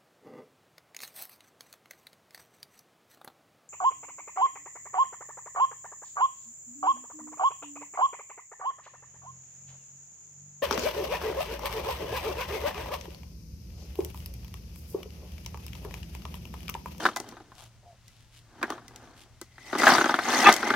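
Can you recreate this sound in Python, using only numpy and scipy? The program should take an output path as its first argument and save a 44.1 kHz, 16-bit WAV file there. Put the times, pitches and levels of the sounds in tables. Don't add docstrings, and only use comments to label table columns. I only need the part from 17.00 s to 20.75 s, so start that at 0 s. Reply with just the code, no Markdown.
import sys
import numpy as np
from scipy import signal
from scipy.fft import rfft, irfft
from scipy.io import wavfile

SR = 44100
rng = np.random.default_rng(int(sys.argv[2]) if len(sys.argv) > 2 else 0)


def output_pcm(signal):
    pcm = np.clip(np.atleast_2d(signal).T, -1, 1) * 32767
    wavfile.write(sys.argv[1], SR, np.round(pcm).astype(np.int16))


N = 165375
TIME = np.arange(N) / SR

# peak, rise and fall times in seconds, relative levels in dB of rumble, crunch, scrape and wheel ring.
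WHEEL_SURGES = [(0.06, 0.6, 0.095, -36, -35, -42, -59), (0.29, 0.46, 0.29, -49, -52.5, -61.5, -68),
                (1.71, 0.17, 0.12, -42, -40.5, -57.5, -59), (2.07, 0.56, 0.29, -53.5, -52.5, -66.5, -68),
                (2.69, 0.18, 0.28, -55, -67, -53, -50), (2.79, 0.017, 0.095, -28.5, -34, -33, -26.5),
                (2.89, 0.12, 0.26, -26.5, -18, -28.5, -28.5), (3.285, 0.032, 0.29, -31, -23.5, -35.5, -45),
                (3.418, 0.28, 0.2, -30, -23, -30.5, -27.5), (3.487, 0.04, 0.061, -18.5, -14.5, -28.5, -21),
                (3.68, 0.15, 0.18, -32.5, -28.5, -41.5, -32.5)]
# frequency in Hz, gain in dB, 60 dB decay time in seconds.
SHELL_MODES = [(244.9, 1.5, 0.08), (328, -10.5, 0.05), (830, -5.5, 0.12), (1217, -5.5, .11),
               (1538, -4.5, 0.11)]
# frequency in Hz, relative level in dB.
RUMBLE_SPECTRUM = [(30, -47), (150, -14.5), (225, -1.5), (380, 3), (560, -8.5), (2000, -71.5)]
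CRUNCH_SPECTRUM = [(200, -28), (500, -12), (720, 0.5), (1050, -4), (1750, -5), (2300, -19.5), (4000, -21.5),
                   (9000, -59.5)]
SCRAPE_SPECTRUM = [(500, -53), (1900, -6), (4000, -1), (6400, -5), (9000, -7.5), (16000, -21)]
AIR_SPECTRUM = [(20, 2.5), (113, 0), (216, -11.5), (446, -23), (624, -18), (6180, -25.5), (16000, -47)]
# start
# in seconds, relative levels in dB of clack and boom, clack pitch in Hz.
AXLE_KNOCKS = [(0.053, -9.5, -32, 1246), (0.062, -10.5, -34, 1300), (0.087, -21, -37, 1350),
               (0.163, -22, -49, 735), (0.198, -33.5, -40.5, 822), (0.242, -41.5, -52.5, 720),
               (0.322, -40, -49.5, 1190), (0.368, -37.5, -62, 1360), (0.402, -41.5, -51, 775),
               (0.518, -41.5, -79, 960), (1.614, -34, -41.5, 1090), (1.628, -16.5, -31.5, 1680),
               (1.702, -24.5, -37.5, 1080), (1.721, -28, -43.5, 1200), (1.779, -36, -57.5, 1100),
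               (2.414, -38.5, -43, 1210), (2.581, -37.5, -58, 1980), (2.729, -19.5, -30.5, 1310),
               (2.751, -18.5, -28.5, 1110), (2.819, -16, -33, 1350), (2.833, -9, -29.5, 1348),
               (2.868, -1, -30, 1520), (2.877, -5, -36, 1610), (2.891, -7.5, -58, 1410),
               (2.92, -8, -28.5, 1510), (2.951, -11, -36, 1430), (2.982, -8.5, -25.5, 1462),
               (3.011, -9.5, -28, 1490), (3.042, -12.5, -29.5, 1450), (3.058, -15, -27.5, 1420),
               (3.093, -12, -31.5, 1410), (3.108, -23, -33.5, 1250), (3.141, -11, -29, 1430),
               (3.188, -14, -35, 1370), (3.444, -12, -25.5, 1203), (3.469, -5, -26, 2450),
               (3.489, -2.5, -22, 893), (3.629, -16.5, -32.5, 1378), (3.704, -10.5, -26.5, 1438),
               (3.738, -14.5, -35, 1532)]
# start in seconds, relative level in dB.
GRIT_SNAPS = [(0.1605, -17.5), (0.169, -19.5), (0.1997, -22.5), (0.288, -31.5), (0.551, -44.5),
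              (0.6377, -40), (1.0794, -37.5), (1.628, -26), (1.7019, -24.5), (1.88, -32), (1.9593, -30.5),
              (2.413, -25.5), (2.7845, -19.5), (2.8882, -15), (3.525, -6.5), (3.5388, -11.5), (3.5629, -15)]
# start and length in seconds, levels in dB of hiss and dull scrape.
SCUFF_STROKES = [(0.514, 0.2, -54, -55), (0.955, 0.42, -66, -93), (1.293, 0.15, -59.5, -95),
                 (2.13, 0.15, -57, -81)]
# frequency in Hz, relative level in dB.
CLACK_SPECTRUM = [(200, -23.5), (500, -10.5), (750, 0), (1650, -3), (2300, -10), (7000, -53)]
CRACK_SPECTRUM = [(600, -40), (1600, 2.5), (3600, 2), (8000, -23.5), (16000, -28.5)]
SNAP_SPECTRUM = [(500, -49), (2000, 5.5), (6000, 11.5), (10000, 1), (16000, -8)]
RUSTLE_SPECTRUM = [(400, -19.5), (3000, 3.5), (11000, -11.5), (16000, -25)]
# frequency in Hz, relative gain in dB.
HONK_MODES = [(812, -4), (1215, 0.5), (1765, -10), (2608, -6), (3430, -10)]
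# frequency in Hz, gain of the side signal in dB, left over right in dB.
STEREO_IMAGE = [(40, -1, 1), (130, -21, 0.6), (700, -18, 0.2), (1300, -11, 1.15), (4260, -4.5, 4),
                (8200, 2, 4), (14180, 5, 1)]

WHEEL_HZ = 2010


def amp(db):
    return 10 ** (np.asarray(db) / 20)


def unit_rms(x):
    return x / np.sqrt(np.mean(x ** 2) + 1e-20)


def at_level(x, db, onset_samples=660):
    return amp(db) * x / np.sqrt(np.mean(x[0, :onset_samples] ** 2))


def curve(points, hz, column=1):
    table = np.transpose(points)
    return np.interp(np.log(hz + 1), np.log(table[0] + 1), table[column])


def add(mix, start_s, sound):
    part = mix[:, max(round(start_s * SR), 0):][:, :sound.shape[1]]
    part += sound[:, :part.shape[1]]


def colour(x, spectrum, size=2048):
    log_gain = np.log(amp(curve(spectrum, abs(np.fft.fftfreq(size, 1 / SR)))))
    taps = np.fft.ifft(np.exp(np.conj(signal.hilbert(log_gain)))).real[:size // 2]
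    return signal.fftconvolve(x, taps[None], axes=1)[:, :x.shape[1]]


def resonate(x, hz, width_hz):
    phasor = np.exp(2j * np.pi * np.cumsum(hz * np.ones(x.shape[1])) / SR)
    pole = np.exp(-np.pi * width_hz / SR)
    return 2 * (phasor * signal.lfilter([1 - pole], [1, -pole], x / phasor + 1e-18)).real


def wander(rate_hz):
    rolloff = 1 + (np.fft.rfftfreq(N, 1 / SR) / rate_hz) ** 4
    return unit_rms(irfft(rfft(rng.standard_normal(N)) / rolloff, N))


def swell(start_s, length_s):
    return np.sin(np.pi * np.clip((TIME - start_s) / length_s, 0, 1)) ** 2


def grit(per_s, spread_db=4):
    sizes = amp(spread_db * np.minimum(rng.exponential(1, N), 4))
    hits = rng.random(N) < per_s / SR
    return sizes * hits * rng.choice([-1., 1.], (2, N))


def shell(force, panel_db=-3, panel_t60=0.04):
    t = np.arange(SR // 5) / SR
    panels = [(hz, panel_db, panel_t60) for hz in rng.uniform(3200, 8500, size=9)]
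    ring = sum(amp(db - 60 * t / t60) * np.cos(2 * np.pi * hz * t) * 2 * np.log(1000) / (t60 * SR)
               for hz, db, t60 in SHELL_MODES + panels)
    return force + signal.fftconvolve(force, ring[None], axes=1)[:, :force.shape[1]]


def stone_pings(per_s=1600, t60=0.03, low_hz=2200, high_hz=6600, count=30):
    t = np.arange(1500) / SR
    out = np.zeros((2, N))
    for hz in rng.uniform(low_hz, high_hz, count):
        ring = amp(-60 * t / t60) * np.sin(2 * np.pi * hz * t)
        out += signal.oaconvolve(grit(per_s / count, spread_db=4.5), ring[None], axes=1)[:, :N]
    return unit_rms(out)


def surge_envelopes(drop_db=20):
    power = np.zeros((4, N))
    for peak_s, rise_s, fall_s, *levels_db in WHEEL_SURGES:
        from_peak = np.maximum((peak_s - TIME) / rise_s, (TIME - peak_s) / fall_s)
        power += amp([db - drop_db * from_peak for db in levels_db]) ** 2
    return np.sqrt(power)


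def rolling_wheels(flex_hz=35, width_hz=150, bump_db=1.07, bump_hz=55):
    stones = shell(grit(per_s=3500))
    sand = unit_rms(shell(grit(per_s=4500, spread_db=5))) + amp(-1) * stone_pings()
    rumble_gain, crunch_gain, scrape_gain, ring_gain = surge_envelopes()
    rumble = amp(-1) * rumble_gain * unit_rms(colour(stones, RUMBLE_SPECTRUM))
    crunch = amp(-1.5) * crunch_gain * unit_rms(colour(stones, CRUNCH_SPECTRUM))
    scrape = amp(1) * scrape_gain * unit_rms(colour(sand, SCRAPE_SPECTRUM))
    wheel_hz = WHEEL_HZ + flex_hz * wander(22)
    ring = ring_gain * unit_rms(resonate(resonate(stones, wheel_hz, width_hz), wheel_hz, 2 * width_hz))
    return (rumble + crunch + scrape + ring) * amp(bump_db * wander(bump_hz))


def yard(air_db=-60, swell_db=0.6, low_cut_hz=33, hum_hz=117.8, hum_db=-64, drift_hz=2, waver_db=3):
    hz = np.fft.rfftfreq(N, 1 / SR)
    low_cut = hz ** 2 / np.hypot(hz ** 2, low_cut_hz ** 2)
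    air = irfft(rfft(rng.standard_normal((2, N))) * amp(curve(AIR_SPECTRUM, hz)) * low_cut, N)
    out = amp(air_db + swell_db * wander(7.2)) * unit_rms(air)
    cycles = np.cumsum(hum_hz + drift_hz * wander(3.4)) / SR
    out[0] += amp(hum_db + waver_db * wander(6.6)) * np.sqrt(2) * np.sin(2 * np.pi * cycles)
    return out


def impact(decay_s, chatter, tail_db, tail_t60):
    t = np.arange(SR // 5) / SR
    envelope = chatter * np.exp(-t / decay_s) + amp(tail_db - 60 * t / tail_t60)
    force = rng.standard_normal((2, len(t))) * envelope
    force[0, 0] += 1
    return force


def axle_knocks(chatter_s=0.004, lag_s=0.0005, boom_lag_s=0.0017, width_hz=480):
    out = np.zeros((2, N))
    for (start_s, clack_db, boom_db, hz), looseness in zip(AXLE_KNOCKS, rng.random(len(AXLE_KNOCKS))):
        force = shell(impact(chatter_s * (1 + looseness), chatter=0.18, tail_db=-40, tail_t60=0.22))
        clack = colour(resonate(force, hz, width_hz) + amp(-8) * force, CLACK_SPECTRUM)
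        crack = colour(force, CRACK_SPECTRUM)
        boom = colour(force, RUMBLE_SPECTRUM)
        add(out, start_s + lag_s, at_level(clack, clack_db - 10) + at_level(crack, clack_db - 22))
        add(out, start_s + lag_s + boom_lag_s, at_level(boom, boom_db - 1))
    return out


def grit_snaps(lag_s=0.0013, width_hz=35):
    out = np.zeros((2, N))
    for start_s, db in GRIT_SNAPS:
        click = colour(impact(decay_s=0.0016, chatter=0.33, tail_db=-30, tail_t60=0.18), SNAP_SPECTRUM)
        ring = amp(15) * resonate(click, WHEEL_HZ, width_hz)
        add(out, start_s + lag_s, at_level(click + ring, db - 20))
    return out


def scuffs():
    grains = grit(per_s=1500)
    hiss = unit_rms(colour(grains, RUSTLE_SPECTRUM))
    dull = unit_rms(colour(grains, CRUNCH_SPECTRUM))
    return sum(swell(start_s, length_s) * (amp(hiss_db) * hiss + amp(dull_db) * dull)
               for start_s, length_s, hiss_db, dull_db in SCUFF_STROKES)


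def animal_hoot(start_s=0.825, length_s=0.135, top_hz=705, db=-53.5, bend=0.1, crest=0.39):
    progress = np.clip((TIME - start_s) / length_s, 0, 1)
    arch = np.sin(np.pi * progress)
    cycles = np.cumsum(top_hz * (1 - bend * (2 * (progress - crest)) ** 2)) / SR
    roughness = amp(-5) * np.sqrt(abs(arch)) * (1 - arch ** 2 / 2) * wander(240)
    tone = (arch ** 2 + roughness) * np.sin(2 * np.pi * cycles)
    return np.array([amp(db) * np.sqrt(2) * tone, np.zeros(N)])


def wheel_skid(start_s=3.428, length_s=0.091, level_db=-13.5, width_hz=50):
    slips = grit(per_s=1300)
    honk = sum(amp(db) * resonate(resonate(slips, hz, width_hz), hz, 2 * width_hz)
               for hz, db in HONK_MODES)
    rattle = colour(colour(slips, CRACK_SPECTRUM), CLACK_SPECTRUM)
    return amp(level_db) * swell(start_s, length_s) * (unit_rms(honk) + amp(-6) * unit_rms(rattle))


def scene(left_lag_s=2.2e-5):
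    sources = (rolling_wheels() + wheel_skid() + axle_knocks() + grit_snaps()
               + scuffs() + yard() + animal_hoot())
    middle, side = rfft(sources)
    hz = np.fft.rfftfreq(N, 1 / SR)
    side *= amp(curve(STEREO_IMAGE, hz))
    lean = amp(curve(STEREO_IMAGE, hz, column=2) / 2)
    delay = np.exp(-2j * np.pi * hz * left_lag_s)
    return irfft(np.array([(middle + side) * lean * delay, (middle - side) / lean]), N)


def record(dry, ceiling=1.0, cutoff_hz=16200):
    rounded = dry / (1 + (dry / ceiling) ** 4) ** (1 / 4)
    low_pass = signal.firwin(255, cutoff_hz, window=("kaiser", 9), fs=SR)
    return signal.oaconvolve(rounded, low_pass[None], "same")


dry = scene()
out = record(dry)
output_pcm(out)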